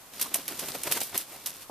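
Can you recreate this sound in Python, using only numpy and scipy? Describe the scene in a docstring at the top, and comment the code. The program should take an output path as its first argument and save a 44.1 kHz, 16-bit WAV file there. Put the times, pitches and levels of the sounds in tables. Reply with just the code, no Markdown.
"""A quiet farmyard, microphone close to a hen beating her wings on leaf litter beside a tree trunk.
Each stroke pushes a soft whoosh of air; stiff feather tips scrape over bark and leaves,
and quills snap against them. Her plumage rustles in between, and a dull knock sounds at the very end.
The yard gives a faint echo; under it all lies a low hush with wide microphone hiss."""
import sys
import numpy as np
from scipy import signal
from scipy.fft import rfft, irfft, next_fast_len
from scipy.io import wavfile
from scipy.ndimage import map_coordinates

SR = 44100
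rng = np.random.default_rng(int(sys.argv[2]) if len(sys.argv) > 2 else 0)


def put_to_file(sound):
    """Save the sound as 16-bit audio at rate SR, in the file named by the first command-line argument."""
    columns = np.atleast_2d(sound).T  # one column per channel
    safe = np.clip(columns, -1, 1)
    whole_steps = np.round(safe * 32767)
    wavfile.write(sys.argv[1], SR, whole_steps.astype(np.int16))


N = 74970

# spectra of the background, plumage, scraped bark, quill shaft, vane hiss and pushed air: f/Hz, level/dB
BACKGROUND_SPECTRUM = [(25, -5), (60, -4.5), (110, -0.5), (280, -3.5), (650, -0.5), (1100, 0.5),
                       (2000, -5.5), (5000, -8), (14000, -5)]
PLUMAGE_SPECTRUM = [(40, -15), (140, 6), (280, 6.5), (600, 3), (1400, -1), (3000, 1), (4500, 2), (7500, 1),
                    (10000, 1.5), (14000, 2.5)]
BARK_SPECTRUM = [(100, -37), (500, -6), (1500, -8.5), (3000, -1.5), (4400, -3.5), (6000, -1.5),
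                 (7600, -4.5), (10000, 0.5), (13800, 0.5), (16000, -12)]
SHAFT_SPECTRUM = [(400, -28), (1500, -13), (2900, -5), (4000, -8.5), (5800, 1.5), (7600, -9)]
HISS_SPECTRUM = [(200, -24), (1000, -8.5), (2200, -4.5), (3200, -4), (4400, -3.5), (5800, -4.5),
                 (7500, -1.5), (10000, -2), (14000, 1)]
AIR_SPECTRUM = [(30, -22), (80, -15), (150, -3.5), (300, 2.5), (520, -2), (900, 0), (1400, -4), (2500, -5),
                (5000, -17), (14000, -30)]
# likeness of left and right in the background, low where microphone hiss rules: f/Hz, correlation/0-1
BACKGROUND_ALIKE = [(40, 0.83), (300, 0.31), (1100, 0.73), (2500, 0.041), (14000, .05)]
# likeness of left and right for the hen and her snaps: f/Hz, correlation/0-1
HEN_ALIKE = [(40, 1), (250, 0.99), (1000, 0.99), (3100, 1), (3700, 0.76), (7000, 0.16), (14000, 0.04)]
SNAP_ALIKE = [(3000, 0.84), (6000, 0.98), (14000, 1)]
# the hen's balance at the microphone: f/Hz, left over right/dB
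HEN_BALANCE = [(2500, 0), (5500, 2.5), (8500, -2.3)]
# decay of the yard's echo: f/Hz, t60/s
ECHO_DECAY = [(200, 0.36), (2000, 0.25), (12000, 0.21)]
# modes of the knock: f/Hz, relative level/dB, t60/s
KNOCK_MODES = [(303, -4.5, 0.071), (510, -4.5, 0.09), (787, -0.5, 0.093), (1090, -3.5, 0.038)]
# rustle of the plumage: t/s, level/dB
RUSTLE_LEVELS = [(0, -56.5), (0.111, -60), (0.137, -47), (0.251, -41), (.31, -45.5), (.39, -43),
                 (.455, -46.5), (.5, -44.5), (.56, -42), (.66, -40.5), (.8, -43), (.93, -39), (1.07, -47),
                 (1.115, -48), (1.2, -45), (1.25, -51), (1.43, -49.5), (1.51, -46), (1.6, -48.5),
                 (1.67, -56.5)]
# feather tips on bark and leaves: start t/s, length/s, level/dB, treble tilt/dB per octave
TIP_SCRAPES = [(0.197, .001, -34, -2), (0.212, .012, -26, 2.5), (0.34, 0.019, -28.5, 5),
               (0.4804, 0.0018, -30, 0.5), (0.592, 0.016, -35, 0.5), (0.8333, 0.0048, -33.5, 1.5),
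               (0.9132, 0.0058, -26.5, 1), (0.922, 0.0039, -25.5, 4), (0.927, 0.013, -34, 0),
               (1.005, 0.033, -34.5, 1.5), (1.042, 0.031, -40.5, 4), (1.1455, 0.022, -34.5, -1.5),
               (1.176, .002, -28.5, 4), (1.192, 0.024, -37.5, 1), (1.46, 0.014, -31.5, 1),
               (1.482, 0.017, -43, 3.5), (1.609, 0.021, -45.5, -1)]
# quill snaps: t/s, level/dB, crack f/Hz, shaft ring/dB, left over right/dB
QUILL_SNAPS = [(0.2148, -17, 11400, -5, 5), (.2259, -22, 10500, 1, -8), (0.23, -24, 10800, -2, 3),
               (.3438, -11, 8300, 2.5, 0), (.3466, -19.5, 12200, -5, 3), (.3596, -19.5, 11900, -7, -4),
               (0.4807, -22.5, 12700, -1, 1), (0.5944, -24.5, 9000, -11, 5), (.5968, -25.5, 10100, 4, -8),
               (.659, -37, 10100, -10, -4), (.7199, -28.5, 5100, -2, 5), (.8354, -20, 8800, -4.5, -2),
               (0.9228, -13, 11500, 26, -2), (.9245, -16, 12600, -8, -1), (1.0051, -28, 9000, 8, -13),
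               (1.0083, -31.5, 6960, 10, 14), (1.034, -31.5, 11000, -2, -16),
               (1.178, -12.5, 11700, -8.5, -1), (1.1878, -32, 12000, -12, -6), (1.4612, -28.5, 10100, 2, 6),
               (1.463, -23, 10700, -11, -4), (1.4712, -22.5, 11100, -2, -2), (1.497, -36, 11000, -12, 4),
               (1.532, -42, 2900, -14, 2), (1.5403, -39.5, 10100, -12, -5), (1.568, -39, 9600, 3, 0)]
# wing strokes: fastest point t/s, half width/s, air level/dB, whoosh f/Hz, hollowness/dB, hiss level/dB
WING_STROKES = [(0.217, 0.0098, -48, 260, -3, -37.5), (0.262, 0.0087, -41, 1061, 12, -48),
                (0.323, 0.0064, -43.5, 283.6, 9, -56), (0.3568, 0.0043, -32, 732.7, 11, -55),
                (0.398, 0.011, -46, 673, 6, -61), (0.522, 0.016, -42, 290.6, 6, -41.5),
                (0.639, 0.0061, -35.5, 530.3, 11, -46), (0.689, 0.016, -46, 167.5, 3, -37.5),
                (0.7548, 0.0051, -32, 533, 10.5, -31.5), (0.874, 0.01, -34.5, 562, 5, -35),
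                (0.918, 0.0087, -38.5, 620, 3.5, -43), (0.974, 0.01, -33, 421, 8, -29),
                (1.017, 0.0055, -36.5, 740, 9.5, -30), (1.096, 0.0062, -50, 595, -3, -41),
                (1.146, 0.011, -43, 98.4, 16.5, -49), (1.156, 0.0073, -34.5, 800, 0, -44),
                (1.342, 0.025, -47.5, 753, 3, -44.5)]

SOFT_TOP_HZ, TOP_HZ = 14400, 16800  # upper edge of the noises; band limit of the microphone
BACKGROUND_DB, ECHO_DB = -52, -16.5
KNOCK_S, KNOCK_DB, KNOCK_RISE_S = 1.694, -28, 0.0041
CRACKLE_PER_S, CRACKLE_DB, CRACKLE_SPREAD_DB = 140, -10.5, 5
SCRAPE_ATTACK_S, SCRAPE_RELEASE_S, TILT_FROM_HZ = 0.00079, 0.011, 1700
SNAP_RISE_S, SNAP_DECAY_S, SNAP_SPAN_S = 0.00006, 0.00025, 0.00067  # level is rms over the span
SNAP_RING_DB, SNAP_RING_S, SNAP_WIDTH_OCT, SNAP_TOP_DB = -20.5, 0.0035, 0.44, -30
STROKE_SKIRT, STROKE_FALL = 1.32, 0.78  # exponent of the swell; fall time over rise time
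WHOOSH_WIDTH_OCT, FLUTTER_DB = 0.27, 2.5
THUMP_SHARE_PER_DB, THUMP_WAVER_RAD = -0.02, 0.53  # only negative hollowness gives a faint thump


def amp(db):
    """Decibels to gain."""
    return 10 ** (np.asarray(db) / 20)


def unit(x):
    """Scale to rms 1."""
    return x / np.sqrt(np.mean(x ** 2) + 1e-20)


def clock():
    """Time of every sample in seconds."""
    return np.arange(N) / SR


def along(points, hz):
    """Interpolate (f/Hz, value) points on a log-frequency axis."""
    f, v = np.transpose(points)
    return np.interp(np.log(hz + 1), np.log(f + 1), v)


def hump(hz, centre_hz, octaves):
    """A bell curve on a log-frequency axis."""
    return np.exp(-(np.log2((hz + 1) / centre_hz) / octaves) ** 2 / 2)


def wobble(rate):
    """A smooth random curve, rate knots a second."""
    return map_coordinates(rng.standard_normal(N // 4), [clock() * rate], mode="wrap")


def filtered(x, response):
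    """Filter x by a gain given as a function of frequency."""
    size = next_fast_len(N + SR // 4)
    return irfft(rfft(x, size) * response(np.fft.rfftfreq(size, 1 / SR)), size)[..., :N]


def pan(db):
    """Left and right gains for a level difference."""
    return amp(np.array([[db], [-db]]) / 2)


def spread(pair, gain, alike):
    """Colour two unrelated signals and mix them as mid and side to a stereo pair of rms 1."""
    def response(hz):
        angle = np.arccos(np.clip(along(alike, hz), -1, 1)) / 2
        return gain(hz) * np.array([np.cos(angle), np.sin(angle)])
    mid, side = filtered(pair, response)
    return unit(np.array([mid + side, mid - side]))


def grains(spectrum, alike, grain_db, shade=np.zeros_like):
    """Stereo friction noise in sub-millisecond grains of random size; shade adds dB by frequency."""
    pair = rng.standard_normal((2, N)) * amp(grain_db * wobble(1800))
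    return spread(pair, lambda hz: amp(along(spectrum, hz) + shade(hz)) * (hz < SOFT_TOP_HZ), alike)


def background():
    """Steady low background hush with wide microphone hiss."""
    return amp(BACKGROUND_DB) * grains(BACKGROUND_SPECTRUM, BACKGROUND_ALIKE, grain_db=0.0)


def echo(source):
    """Ground, trunk and yard answer briefly, the treble dying first."""
    hz, t, bands = signal.stft(rng.standard_normal((2, SR // 2)), SR, nperseg=256)
    decay = amp(-60 * t / along(ECHO_DECAY, hz)[:, None])
    tail = signal.istft(bands * decay, SR, nperseg=256)[1]
    tail = spread(tail, lambda hz: hz < SOFT_TOP_HZ, HEN_ALIKE) / np.sqrt(N)
    return amp(ECHO_DB) * signal.fftconvolve(source, tail, axes=1)[:, :N]


def knock():
    """One dull, hollow knock of a few low modes."""
    age = np.maximum(clock() - KNOCK_S, 0)
    ring = sum(amp(db - 60 * age / t60) * np.sin(2 * np.pi * hz * age) for hz, db, t60 in KNOCK_MODES)
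    return amp(KNOCK_DB) * ring * (1 - np.exp(-age / KNOCK_RISE_S))


def plumage_rustle():
    """Body feathers keep stirring in small clumps, and the dry litter ticks under them."""
    level_db = np.interp(clock(), *np.transpose(RUSTLE_LEVELS)) + 0.5 * wobble(60.15) + 1.6 * wobble(300)
    starts = (rng.random(N) < CRACKLE_PER_S / SR) * amp(CRACKLE_SPREAD_DB * rng.standard_normal(N))
    decays = signal.lfilter([1], [1, -np.exp(-1 / (SNAP_DECAY_S * SR))], starts)
    ticks = decays * rng.standard_normal((2, N))
    litter = spread(ticks, lambda hz: amp(along(BARK_SPECTRUM, hz)) * (hz < SOFT_TOP_HZ), SNAP_ALIKE)
    feathers = grains(PLUMAGE_SPECTRUM, HEN_ALIKE, grain_db=2.0)
    return amp(level_db) * (feathers + amp(CRACKLE_DB) * litter)


def feather_scrapes():
    """Feather tips on bark and leaves: each scrape swells in quickly, rasps and dies away."""
    t, out = clock(), np.zeros((2, N))
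    for start, length, db, tilt_db in TIP_SCRAPES:
        fade_in = np.exp(-np.maximum(start - t, 0) / SCRAPE_ATTACK_S)
        fade_out = np.exp(-np.maximum(t - start - length, 0) / SCRAPE_RELEASE_S)
        tilt = lambda hz: tilt_db * np.log2(1 + hz / TILT_FROM_HZ)
        out += amp(db) * fade_in * fade_out * grains(BARK_SPECTRUM, HEN_ALIKE, grain_db=2.5, shade=tilt)
    return out


def quill_snaps():
    """A quill slips and strikes: a tiny bright crack, fuller the more its hollow shaft rings."""
    t, out = clock(), np.zeros((2, N))
    for start, db, crack_hz, shaft_db, pan_db in QUILL_SNAPS:
        age = np.maximum(t - start, 0)
        rise = 1 - np.exp(-age / SNAP_RISE_S)
        fall = np.exp(-age / SNAP_DECAY_S) + amp(SNAP_RING_DB) * np.exp(-age / SNAP_RING_S)
        burst = rise * fall * rng.standard_normal((2, N))

        def colour(hz):
            crack = hump(hz, crack_hz, SNAP_WIDTH_OCT)
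            shaft = amp(shaft_db + along(SHAFT_SPECTRUM, hz))
            return (crack + shaft) * amp(SNAP_TOP_DB * (hz > SOFT_TOP_HZ))
        out += amp(db) * pan(pan_db) * spread(burst, colour, SNAP_ALIKE)
    return out * np.sqrt(SNAP_SPAN_S * SR / N)


def wing_strokes():
    """Air and vane hiss swell and fade with wing speed; the cupped wing gives a hollow pitch."""
    t, air, hiss_gain = clock(), np.zeros((2, N)), np.zeros(N)
    for peak_s, rise_s, air_db, pitch_hz, hollow_db, hiss_db in WING_STROKES:
        width = np.where(t < peak_s, rise_s, rise_s * STROKE_FALL)
        speed = np.exp(-np.abs((t - peak_s) / width) ** STROKE_SKIRT / 2)
        resonance = lambda hz: hollow_db * hump(hz, pitch_hz, WHOOSH_WIDTH_OCT)
        whoosh = grains(AIR_SPECTRUM, HEN_ALIKE, grain_db=1.0, shade=resonance)
        phase = 2 * np.pi * (pitch_hz * t + rng.random())
        thump = unit(np.sin(phase + THUMP_WAVER_RAD * wobble(pitch_hz / 4)))
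        share = np.clip(THUMP_SHARE_PER_DB * hollow_db, 0, 1)
        air += amp(air_db) * speed * (np.sqrt(1 - share) * whoosh + np.sqrt(share) * thump)
        hiss_gain += amp(hiss_db) * speed
    vane_flutter = amp(FLUTTER_DB * wobble(220))
    return vane_flutter * (air + hiss_gain * grains(HISS_SPECTRUM, HEN_ALIKE, grain_db=1.0))


def scene():
    """The hen and the knock close to the microphone, their echo and the background."""
    close = wing_strokes() + feather_scrapes() + quill_snaps() + plumage_rustle() + knock()
    close = filtered(close, lambda hz: amp(np.outer([1, -1], along(HEN_BALANCE, hz)) / 2))
    return close + echo(close) + background()


def record(dry):
    """The microphone passes nothing above its band limit."""
    return filtered(dry, lambda hz: hz < TOP_HZ)


dry = scene()
out = record(dry)
put_to_file(out)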